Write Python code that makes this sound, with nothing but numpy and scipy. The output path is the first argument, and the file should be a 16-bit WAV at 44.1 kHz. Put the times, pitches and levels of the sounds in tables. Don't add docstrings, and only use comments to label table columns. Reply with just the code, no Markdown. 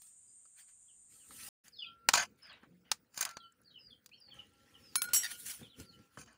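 import sys
import numpy as np
from scipy import signal
from scipy.fft import rfft, irfft
from scipy.io import wavfile
from scipy.ndimage import uniform_filter1d

SR = 44100
rng = np.random.default_rng(int(sys.argv[2]) if len(sys.argv) > 2 else 0)


def int16_out(signal):
    q = np.round(np.clip(np.atleast_2d(signal).T, -1, 1) * 32767)
    wavfile.write(sys.argv[1], SR, q.astype(np.int16))


def boost(x):
    u = np.asarray(x, float) / 20
    return 10 ** u


N = 280917
TIME = np.arange(N) / SR

# start_s, end_s
GAP_S = (1.49, 1.637)
# pitch_hz, width_hz (before any damping floor), level_db (per width)
PAN_MODES = [(605, 9.2, -16.5), (752.5, 100, -15), (1145, 16, -10), (1338, 86, -7), (1545, 20, -5.5),
             (1726, 180, -5.5), (2056, 63, -11.5), (2540, 250, -9), (3050, 160, -10), (3307, 270, -22.5),
             (4080, 17, -20.5), (4770, 74, -17.5), (4770, 66, -2.5), (5235, 100, -4.5), (6070, 230, -4.5),
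             (6490, 90, 2), (7080, 220, -1), (7400, 200, -1), (8580, 73, -20), (9060, 210, -7.5),
             (9600, 340, -8), (10050, 130, -18), (11100, 260, -25), (11700, 540, -17), (13400, 160, -32),
             (15000, 110, -32.5), (15600, 95, -28), (15300, 290, -14.5)]
# pitch_hz, level_db, t60_s
BOWL_MODES = [(1436, -10.5, 0.45), (1467, -13, 0.4), (2280, -19.5, 0.53), (3180, -28.5, .12),
              (4190, -13, 0.28), (5373, -16, .25), (6480, -10.5, 0.13), (7600, -17, .14), (7975, -27, .3),
              (8560, -26, 0.15), (9270, -16, .17), (9880, -0.5, 0.087), (9600, -8.5, 0.11),
              (10540, -4.5, .07), (10410, -4.5, .08), (11330, -3.5, .1), (13800, -14.5, 0.054),
              (14500, -17, .08), (15600, 3.5, .07), (15350, -7.5, .08)]
SPOON_MODES = [(2272, -43.5, 0.47), (3025, -18.5, 0.24), (4544, -13.5, 0.13), (5663, -6, 0.285),
               (6440, -9, 0.14), (7386, -5.5, 0.14), (6760, -11.5, 0.14), (7696, 2.3, 0.16),
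               (8430, -14.5, 0.29), (9286, -27.5, 0.25), (9540, -5.5, 0.097), (9770, -15, 0.32),
               (9900, -1, 0.078), (9700, -9.5, 0.13), (10800, -22, 0.27), (11480, -2, 0.14),
               (13320, -25.5, 0.12), (13800, -21.5, 0.12), (14610, -6.5, 0.09), (15340, 0, 0.076)]
# (per Hz, before each blow's tilt)
CRACK_SPECTRUM = [(180, -46), (300, -18.5), (504, -32.5), (848, -9), (3650, -8), (4100, -4.5), (6340, -3),
                  (7760, -6), (13000, -15.5), (14900, -11.5), (16500, -11.5)]
# start_s, level_db, brightness_db (per octave), crack_db (relative share)
PAN_BLOWS = [(0.019, -42, 8.5, 8.5), (0.068, -47.5, 5, -16), (0.454, -49.5, -1, -23),
             (1.308, -38.5, -7.5, 2.5), (1.681, -36.5, 8, -16), (2.088, -10.5, -4.5, 12), (2.135, -9, 2, 0),
             (2.138, -15.5, -6, 13), (2.148, -20.5, -1.1, -3), (2.156, -11.5, 1.5, -2), (2.172, -35, -9, 7),
             (2.175, -21, -1, 10), (2.181, -24, -3.5, 1.6), (2.211, -27, -4, 0.5), (2.633, -40, -15, -11),
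             (2.916, -13, -1.5, 8.5), (3.144, -36.5, 6.5, -4.5), (3.166, -43, 3, 7), (3.176, -19.5, 5, 1.5),
             (3.191, -32.5, -6, 8), (3.209, -10.5, 14, -13.5), (3.227, -20, 3.5, 12.5), (3.24, -33, 9, 3),
             (3.252, -24, 2.1, 14), (3.271, -46, -7.5, -3.5), (3.291, -36, 0, 10.5), (3.311, -42, 5, 7.5),
             (3.369, -27, -6, 1.5), (4.044, -56.5, 15, -3), (4.061, -41.5, 4.5, 10.5), (4.092, -58, -4, 12),
             (5.614, -45, -7.5, -10), (5.8, -37, 5, 9), (5.99, -50, -7, -17), (6.173, -29.5, -8, -11),
             (6.177, -30, -11, -10), (6.261, -48, 3, -8)]
BOWL_BLOWS = [(4.956, -12.5, -1, 7), (5.019, -15.5, 0, 7), (5.088, -46.5, -3.5, 13),
              (5.235, -26.5, -1, 3.5), (5.311, -30, 0.5, -17)]
SPOON_BLOWS = [(5.134, -10.5, 0, -6), (5.147, -15, 0, -0.7), (5.162, -13, 0, -7.5), (5.461, -33.5, 0, -10)]
# firmest_s, rise_s, fall_s, level_db, brightness_db (per octave)
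PAN_SCRAPES = [(2.139, 0.005, 0.033, -29, 1.5), (2.157, 0.013, 0.013, -28.5, -0.5),
               (2.18, .01, 0.033, -34, -2), (2.225, 0.071, 0.033, -40, 1), (2.27, .03, 0.085, -77.5, -1),
               (3.19, 0.052, .03, -57, 7), (3.222, 0.022, 0.035, -38.5, 2), (3.27, 0.027, .04, -48, -4),
               (3.31, 0.024, 0.045, -60.5, 1), (6.195, .025, 0.028, -59, 3.5),
               (6.212, 0.018, 0.011, -60, 6), (6.225, .015, 0.036, -64, 4), (6.28, 0.041, 0.13, -66.5, -1)]
FOOD_STIRS = [(.59, .03, .06, -64, 3), (.69, .02, 0.042, -71, 1.5), (1.664, 0.024, 0.055, -65.5, 1.5),
              (2.39, .02, 0.049, -83, 5.5), (2.46, 0.048, 0.077, -61.5, -9), (2.52, 0.1, 0.11, -60, -16),
              (2.635, 0.026, 0.051, -68.5, -20), (2.86, 0.019, 0.09, -70.5, -9)]
BOWL_SCRAPES = [(5.137, 0.0032, 0.055, -41, 6), (5.2, 0.032, 0.067, -54, -7),
                (5.255, 0.038, 0.051, -48.5, -1), (5.311, .02, 0.074, -50, 0.5), (5.4, .06, .06, -68, 6),
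                (5.47, 0.026, 0.054, -57, 3.5), (5.51, 0.082, 0.092, -52.5, 3.5),
                (5.62, 0.043, 0.093, -61.5, -8.5), (5.805, 0.041, 0.058, -56.5, -1)]
CLOTH_RUSTLES = [(0.03, 0.039, .06, -81, 8.5), (0.075, .012, 0.094, -83, 6.5),
                 (1.13, 0.047, 0.13, -75, 5.5), (1.316, 0.016, 0.019, -70.5, -12),
                 (1.47, 0.21, 0.19, -57, 5.5), (4.29, .02, 0.07, -69.5, -15), (4.355, 0.031, 0.15, -64, -3),
                 (4.6, 0.16, 0.35, -77, -1), (4.85, 0.25, 0.15, -72.5, 1), (4.94, 0.047, 0.043, -71, 0.5),
                 (5.04, .004, 0.022, -52.5, 3), (5.114, 0.0483, 0.026, -59, -1),
                 (5.95, 0.14, 0.14, -77.5, 1.5), (6.05, 0.088, 0.065, -77, -1.5),
                 (6.16, 0.062, 0.032, -74, 2)]
# body_db, edge_db, treble_db
PAN_GRAIN_DB = (-5, -2.5, -13.5)
FOOD_GRAIN_DB = (-16.5, -6.5, -8)
BOWL_GRAIN_DB = (-14, -0.5, 1.5)
CLOTH_GRAIN_DB = (-7.5, -3.5, -6)
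# pitch_hz, level_db, t60_s
HOLLOW_MODES = [(544, 13, 0.13), (821, -4, 0.5), (1116, -6.5, 0.13), (1329, 6, 0.062), (1974, 1, 0.018)]
# peak_s, level_db, pitch_hz
FOOD_TICKS = [(2.361, -69.5, 7180), (2.3924, -69.5, 9450), (2.4325, -56, 9500), (2.4718, -62, 9220),
              (2.531, -60, 8200), (2.8696, -78, 6820), (3.5242, -59.5, 7680), (3.6177, -57, 11100),
              (3.636, -65.5, 6850), (3.918, -65.5, 10170), (4.2043, -56, 9780), (4.344, -56.5, 8900),
              (4.47, -63, 10380), (4.497, -65.5, 10400), (4.537, -63.5, 8340), (6.33, -58.5, 8520)]
# peak_s, level_db, stick_slip_hz
SQUEAK_THROBS = [(5.235, -40.5, 962), (5.245, -38, 920), (5.253, -37, 928), (5.263, -41, 948),
                 (5.269, -47, 890), (5.318, -50.5, 926)]
SQUEAK_HARMONICS_DB = [-40, 3.5, -11, -1.5, 0.5, -6, -7.5]
# start_s, length_s, from_hz, to_hz, level_db (before a common lift)
CHIRPS = [(.27, .06, 4970, 4960, -85), (0.881, 0.036, 3350, 2680, -76), (1.192, 0.053, 3240, 2520, -71.5),
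          (1.722, 0.072, 5030, 3200, -63), (1.786, 0.066, 3630, 2445, -47), (1.756, 0.099, 5200, 4660, -60),
          (1.848, 0.029, 4700, 3320, -65), (1.842, 0.045, 3600, 2960, -54), (1.755, 0.068, 4800, 4100, -67),
          (2.419, 0.061, 5240, 4820, -62.5), (2.472, 0.073, 5350, 3695, -65),
          (2.48, 0.047, 4840, 3500, -60.5), (2.495, 0.039, 3440, 2564, -57),
          (3.35, 0.06, 4730, 3860, -63.5), (3.401, 0.066, 3347, 2870, -61), (3.428, 0.038, 4700, 4260, -69),
          (3.646, 0.079, 4806, 3690, -64.5), (3.704, 0.03, 3304, 2920, -74.5),
          (3.741, 0.049, 3246, 2635, -56), (3.784, 0.12, 5200, 4580, -64.5),
          (3.876, 0.037, 4640, 4220, -69), (3.905, 0.035, 3620, 3100, -57.5),
          (4.115, 0.034, 2380, 3310, -60), (4.125, 0.04, 4190, 4580, -66), (4.165, 0.021, 3010, 2860, -71),
          (4.17, 0.048, 5480, 5360, -73.5), (4.21, 0.098, 4860, 4355, -61),
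          (4.307, 0.025, 3520, 2980, -57.5), (4.387, 0.018, 3050, 2800, -54),
          (4.742, 0.023, 3246, 2890, -59.5), (4.82, 0.14, 5510, 4350, -70),
          (5.629, 0.042, 3654, 2940, -56.5), (5.683, 0.075, 4290, 2680, -64.5),
          (5.855, 0.074, 4980, 3870, -66), (5.924, 0.035, 3100, 2870, -65.5)]
# peak_s, rise_s, fall_s, level_db
HELD_NOTE = [(1.88, 0.049, 0.21, -56.5), (2.06, .1, 0.044, -65.5), (2.35, .15, 0.16, -80),
             (3.31, .1, .1, -53), (3.46, .12, 0.053, -55.5), (3.62, .15, .15, -81),
             (4.63, 0.21, 0.074, -71), (4.76, .07, .13, -72), (5.93, 0.42, .35, -70)]
HELD_NOTE_HZ = 1362.
# peak_s, rise_s, fall_s, level_db
HUM_SWELL = [(2.72, 0.059, 0.15, -58)]
HUM_HZ = 178.2
# pitch_hz, density_db (per Hz); and its level_db before trim
INSECT_BAND = [(3240, -32), (5500, -35), (6030, -17), (6300, -26), (6830, 0.5), (8100, -2), (8390, 2.5),
               (8930, -2), (9100, -5.5), (10500, -21.5), (13600, -62), (22000, -120)]
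INSECT_BAND_DB = -62
# pitch_hz (before waver), level_db (before a common lift)
INSECT_TONES = [(6234, -88), (6880, -94.5), (7025, -77.5), (7450, -85), (7655, -78.5), (8662, -69)]
# pitch_hz, density_db (per Hz); and its level_db
STEADY_FLOOR = [(15, -36), (25, 13.5), (49, -10), (118, -10), (669, -22.5), (5570, -27.5), (6920, -19.5),
                (8370, -7), (10400, -30.5), (15200, -28), (16500, -63)]
STEADY_FLOOR_DB = -72.5
# pitch_hz, density_db (per Hz); and its level_db
SPOTTY_HISS = [(350, -29.5), (500, 0.5), (620, -11), (1100, -17.5), (1410, -6.5), (3400, -22.5),
               (4620, -15.5), (6660, -24), (9500, -21.5), (13000, -29.5), (14300, -22), (15400, -13.5),
               (16500, -31)]
SPOTTY_HISS_DB = -77.5
# pitch_hz, density_db (per Hz)
RUMBLE_SPECTRUM = [(12, -61), (20, -34), (27, -37), (64, 0), (170, -5), (216, -2), (416, -7.5), (497, -5.5),
                   (700, -42.5), (910, -50.5), (1540, -120)]
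# before_gap_db, after_gap_db
RUMBLE_DB = (-94.5, -73.5)
# peak_s, rise_s, fall_s, level_db
BUMPS = [(.29, 0.13, 0.4, -87.5), (.99, 0.054, 0.092, -82), (1.116, .04, 0.14, -73),
         (1.31, 0.037, 0.13, -63.5), (1.48, 0.28, .05, -66), (2.1, 0.037, 0.038, -53.5),
         (2.2, .08, 0.085, -57), (2.68, .1, 0.18, -66), (2.93, 0.027, 0.052, -65.5),
         (4.37, 0.092, 0.13, -66), (5.1, 0.62, 0.31, -62.5), (5.45, 0.086, 0.12, -68),
         (5.62, 0.037, 0.066, -50), (5.803, 0.032, 0.057, -47), (6.0, 0.086, 0.048, -59),
         (6.178, 0.0073, 0.13, -54.5)]
# pitch_hz, gain_db
MICROPHONE = [(250, -1.6), (400, -6.5), (750, 0), (6400, -1.5), (10500, 0.9), (13000, -7), (15000, 1)]
TOP_HZ = 15750


def unit(x):
    return x / np.sqrt(np.mean(x ** 2))


def noise():
    return rng.standard_normal(N)


def colour(x, points):
    hz, db = np.transpose(points)
    f = np.maximum(np.arange(len(x) // 2 + 1) * SR / len(x), 1)
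    gain = boost(np.interp(np.log(f), np.log(hz), db))
    return irfft(rfft(x) * gain, len(x))


def walk(rate):
    hold = int(SR / rate)
    steps = np.repeat(rng.standard_normal(N // hold + 1), hold)
    return 1.1 * uniform_filter1d(uniform_filter1d(steps, hold), hold)[:N]


def add(out, s, x):
    i = int(s * SR)
    out[i:i + len(x)] += x[:N - i]


def swells(rows, bend, octaves=0):
    t, out = TIME[::32], 0
    for s, rise, fall, db, *brightness in rows:
        away = np.maximum((s - t) / max(rise, .001), (t - s) / max(fall, .001))
        out = out + boost(db + octaves * sum(brightness) - 20 * away ** bend)
    return np.interp(TIME, t, out)


def patchy(x, spread_db, frames, bins):
    spectrum = signal.stft(x, nperseg=512)[2]
    chance = rng.standard_normal(spectrum.shape)
    chance = uniform_filter1d(uniform_filter1d(chance, size=bins, axis=0), size=frames, axis=1)
    shaped = spectrum * boost(spread_db * unit(chance))
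    return unit(signal.istft(shaped, nperseg=512)[1][:N])


def insects():
    band = unit(colour(noise(), INSECT_BAND)) * boost(INSECT_BAND_DB - 2 + walk(17))
    tones = 0
    for hz, db in INSECT_TONES:
        level = boost(db + 5.5 + 3.6 * walk(25))
        tones = tones + level * np.sin(2 * np.pi * hz * TIME + 1.8 * walk(11))
    return band + tones


def yard():
    before = TIME < GAP_S[0]
    first = boost(STEADY_FLOOR_DB) * unit(colour(noise(), STEADY_FLOOR)) + insects()
    second = boost(SPOTTY_HISS_DB) * patchy(colour(noise(), SPOTTY_HISS), 4.5, frames=6, bins=8)
    handling = boost(np.where(before, *RUMBLE_DB) + 4.5 * walk(19)) + swells(BUMPS, 1.1)
    rumble = unit(colour(noise(), RUMBLE_SPECTRUM)) * handling
    hum = swells(HUM_SWELL, 1.3) * np.sin(2 * np.pi * HUM_HZ * TIME)
    return np.where(before, first, second) + rumble + hum


def birds():
    echo_db, echo_t60, rough_db = -.5, .17, 4.5
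    chirps = np.zeros(N)
    wobble = 1 + .008 * walk(60) + .016 * walk(500)
    for s, length, from_hz, to_hz, db in CHIRPS:
        u = np.linspace(0, 1, int(length * SR))
        hz = (from_hz + (to_hz - from_hz) * u) * wobble[int(s * SR):][:len(u)]
        tone = np.sin(2 * np.pi * np.cumsum(hz) / SR)
        add(chirps, s, boost(db + 1) * np.sin(np.pi * u) ** 0.27 * tone)
    chirps = chirps * boost(rough_db * walk(200))
    t = TIME[:SR // 2]
    walls = rng.standard_normal(len(t)) * boost(-60 * t / echo_t60)
    echo = signal.fftconvolve(chirps, walls / np.linalg.norm(walls))[:N]
    phase = 2 * np.pi * HELD_NOTE_HZ * TIME
    note = np.sin(phase) + boost(-25.5) * np.sin(2 * phase)
    held = boost(1.2 * walk(30)) * swells(HELD_NOTE, 1.1) * note
    return chirps + boost(echo_db) * echo + held


def ring(modes, tilt_db=0, scatter_db=0):
    hz, db, t60 = np.transpose(modes)[:, :, None]
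    t = TIME[:SR // 2]
    db = db + tilt_db * np.log2(hz / 3000) + scatter_db * rng.standard_normal(hz.shape)
    decay = boost(db - 60 * t / np.maximum(t60, .005))
    return unit(np.sum(decay * np.sin(2 * np.pi * hz * t), axis=0))


def scrape(strokes, grain_db, bend, modes, ring_db, grit_db, slip_db):
    slips = noise() * boost(grit_db * rng.exponential(size=N) + slip_db * walk(150))
    rung = signal.fftconvolve(slips, ring(modes))[:N]
    sound = unit(slips) + boost(ring_db) * unit(rung)
    sound = patchy(sound, 3.6, frames=7, bins=5)

    def band(lo, hi):
        return unit(colour(sound, [(lo / 2, -60), (lo * .85, -18), (lo * 1.15, 0),
                                   (hi * .85, 0), (hi * 1.15, -18), (hi * 2, -60)]))

    body_db, edge_db, treble_db = grain_db
    body = boost(body_db) * swells(strokes, bend, -0.44) * band(560, 1300)
    middle = swells(strokes, bend) * band(1300, 3800)
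    edge = boost(edge_db) * swells(strokes, bend, 1.3) * band(3800, 8000)
    treble = boost(treble_db) * swells(strokes, bend, 2.4) * band(8000, 16500)
    return body + middle + edge + treble


def blows(table, modes, scatter_db, chatter_ms, thud_db, thud_hz, thud_t60, wash_db, wash_t60):
    out, t = np.zeros(N), TIME[:SR // 2]
    flutter_db = 2.5
    thin = signal.butter(3, 700, "high", fs=SR, output="sos")
    for s, db, tilt_db, crack_db in table:
        grains, hiss = rng.standard_normal((2, len(t)))
        chatter = grains * np.abs(grains) * np.exp(-t * 1000 / chatter_ms)
        chatter[0] = 4
        rung = signal.fftconvolve(chatter, ring(modes, tilt_db, scatter_db))[:len(t)]
        flutter = np.roll(walk(150), -int(s * SR))[:len(t)]
        rung = rung * boost(flutter_db * flutter)
        wash = boost(wash_db - 60 * t / wash_t60) * hiss
        tilted = [(hz, d + tilt_db * np.log2(hz / 3000)) for hz, d in CRACK_SPECTRUM]
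        crack = signal.sosfilt(thin, colour(chatter + wash, tilted))
        thud = np.cos(2 * np.pi * thud_hz * t) * np.minimum(t / .001, 1)
        thud = thud * boost(thud_db - 1.6 * tilt_db - 60 * t / thud_t60)
        blow = .5 * rung / np.abs(rung).max() + .5 * boost(crack_db) * crack / np.abs(crack).max() + thud
        add(out, s, boost(db) * blow[:-SR // 10])
    return out


def cloth():
    return scrape(CLOTH_RUSTLES, CLOTH_GRAIN_DB, 1.79, HOLLOW_MODES, ring_db=-2.5, grit_db=.6, slip_db=1.2)


def squeak():
    out, t = np.zeros(N), TIME[:SR // 50]
    for s, db, hz in SQUEAK_THROBS:
        tone = 0
        for order, order_db in enumerate(SQUEAK_HARMONICS_DB, 1):
            tone = tone + boost(order_db) * np.sin(2 * np.pi * hz * order * t + 6 * rng.random())
        add(out, s - .002, boost(db) * tone * (t / 0.0019) * np.exp(1 - t / 0.0021))
    return out


def steel():
    bowl = blows(BOWL_BLOWS, BOWL_MODES, scatter_db=1.2, chatter_ms=3.4, thud_db=-38.5, thud_hz=230,
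                 thud_t60=0.035, wash_db=-21.5, wash_t60=0.15)
    spoon = blows(SPOON_BLOWS, SPOON_MODES, scatter_db=1.5, chatter_ms=3.7, thud_db=-52, thud_hz=230,
                  thud_t60=0.029, wash_db=-7, wash_t60=.1)
    sliding = scrape(BOWL_SCRAPES, BOWL_GRAIN_DB, 1.09, BOWL_MODES + SPOON_MODES,
                     ring_db=-7, grit_db=2.5, slip_db=1.3)
    return bowl + spoon + sliding + squeak()


def pan_modes(least_width_hz):
    modes = []
    for hz, width, db in PAN_MODES:
        t60 = np.log(1000) / (np.pi * max(width, least_width_hz))
        modes.append((hz, db + 10 * np.log10(width), t60))
    return modes


def ticks():
    width, decay_ms = 0.13, 1.6
    out, t = np.zeros(N), TIME[:SR // 40]
    for s, db, hz in FOOD_TICKS:
        burst = rng.standard_normal(len(t)) * np.exp(-np.abs(t - .004) * 1000 / decay_ms)
        burst = colour(burst, [(hz * (1 - 2 * width), -25), (hz * (1 - width / 2), 0),
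                               (hz * (1 + width / 2), 0), (hz * (1 + 2 * width), -20)])
        add(out, s - .004, boost(db) * burst / np.abs(burst).max())
    return out


def food():
    stirs = scrape(FOOD_STIRS, FOOD_GRAIN_DB, 1.7, pan_modes(70), ring_db=-7, grit_db=0.36, slip_db=1.1)
    return stirs + ticks()


def pan():
    knocks = blows(PAN_BLOWS, pan_modes(70), scatter_db=4, chatter_ms=3.1, thud_db=-34.5, thud_hz=235,
                   thud_t60=0.03, wash_db=-18, wash_t60=.1)
    return knocks + scrape(PAN_SCRAPES, PAN_GRAIN_DB, 1.6, pan_modes(30), ring_db=6.5, grit_db=2, slip_db=3)


def scene():
    return (yard() + birds() + cloth() + steel() + food() + pan())[None]


def band_limit(x):
    return signal.sosfilt(signal.butter(12, 16820, fs=SR, output="sos"), x)


def record(dry):
    coloured = colour(dry[0], MICROPHONE)
    heard = colour(coloured, [(10, -30), (60, -3), (120, 0), (TOP_HZ - 150, 0), (TOP_HZ, -22),
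                              (16700, -24), (16900, -80)])
    outside_s = np.maximum(GAP_S[0] - TIME, (TIME - GAP_S[1]) / 4)
    sounding = np.clip(outside_s / 0.0024, 0, 1)
    return band_limit((heard * sounding)[None])


dry = scene()
out = record(dry)
int16_out(out)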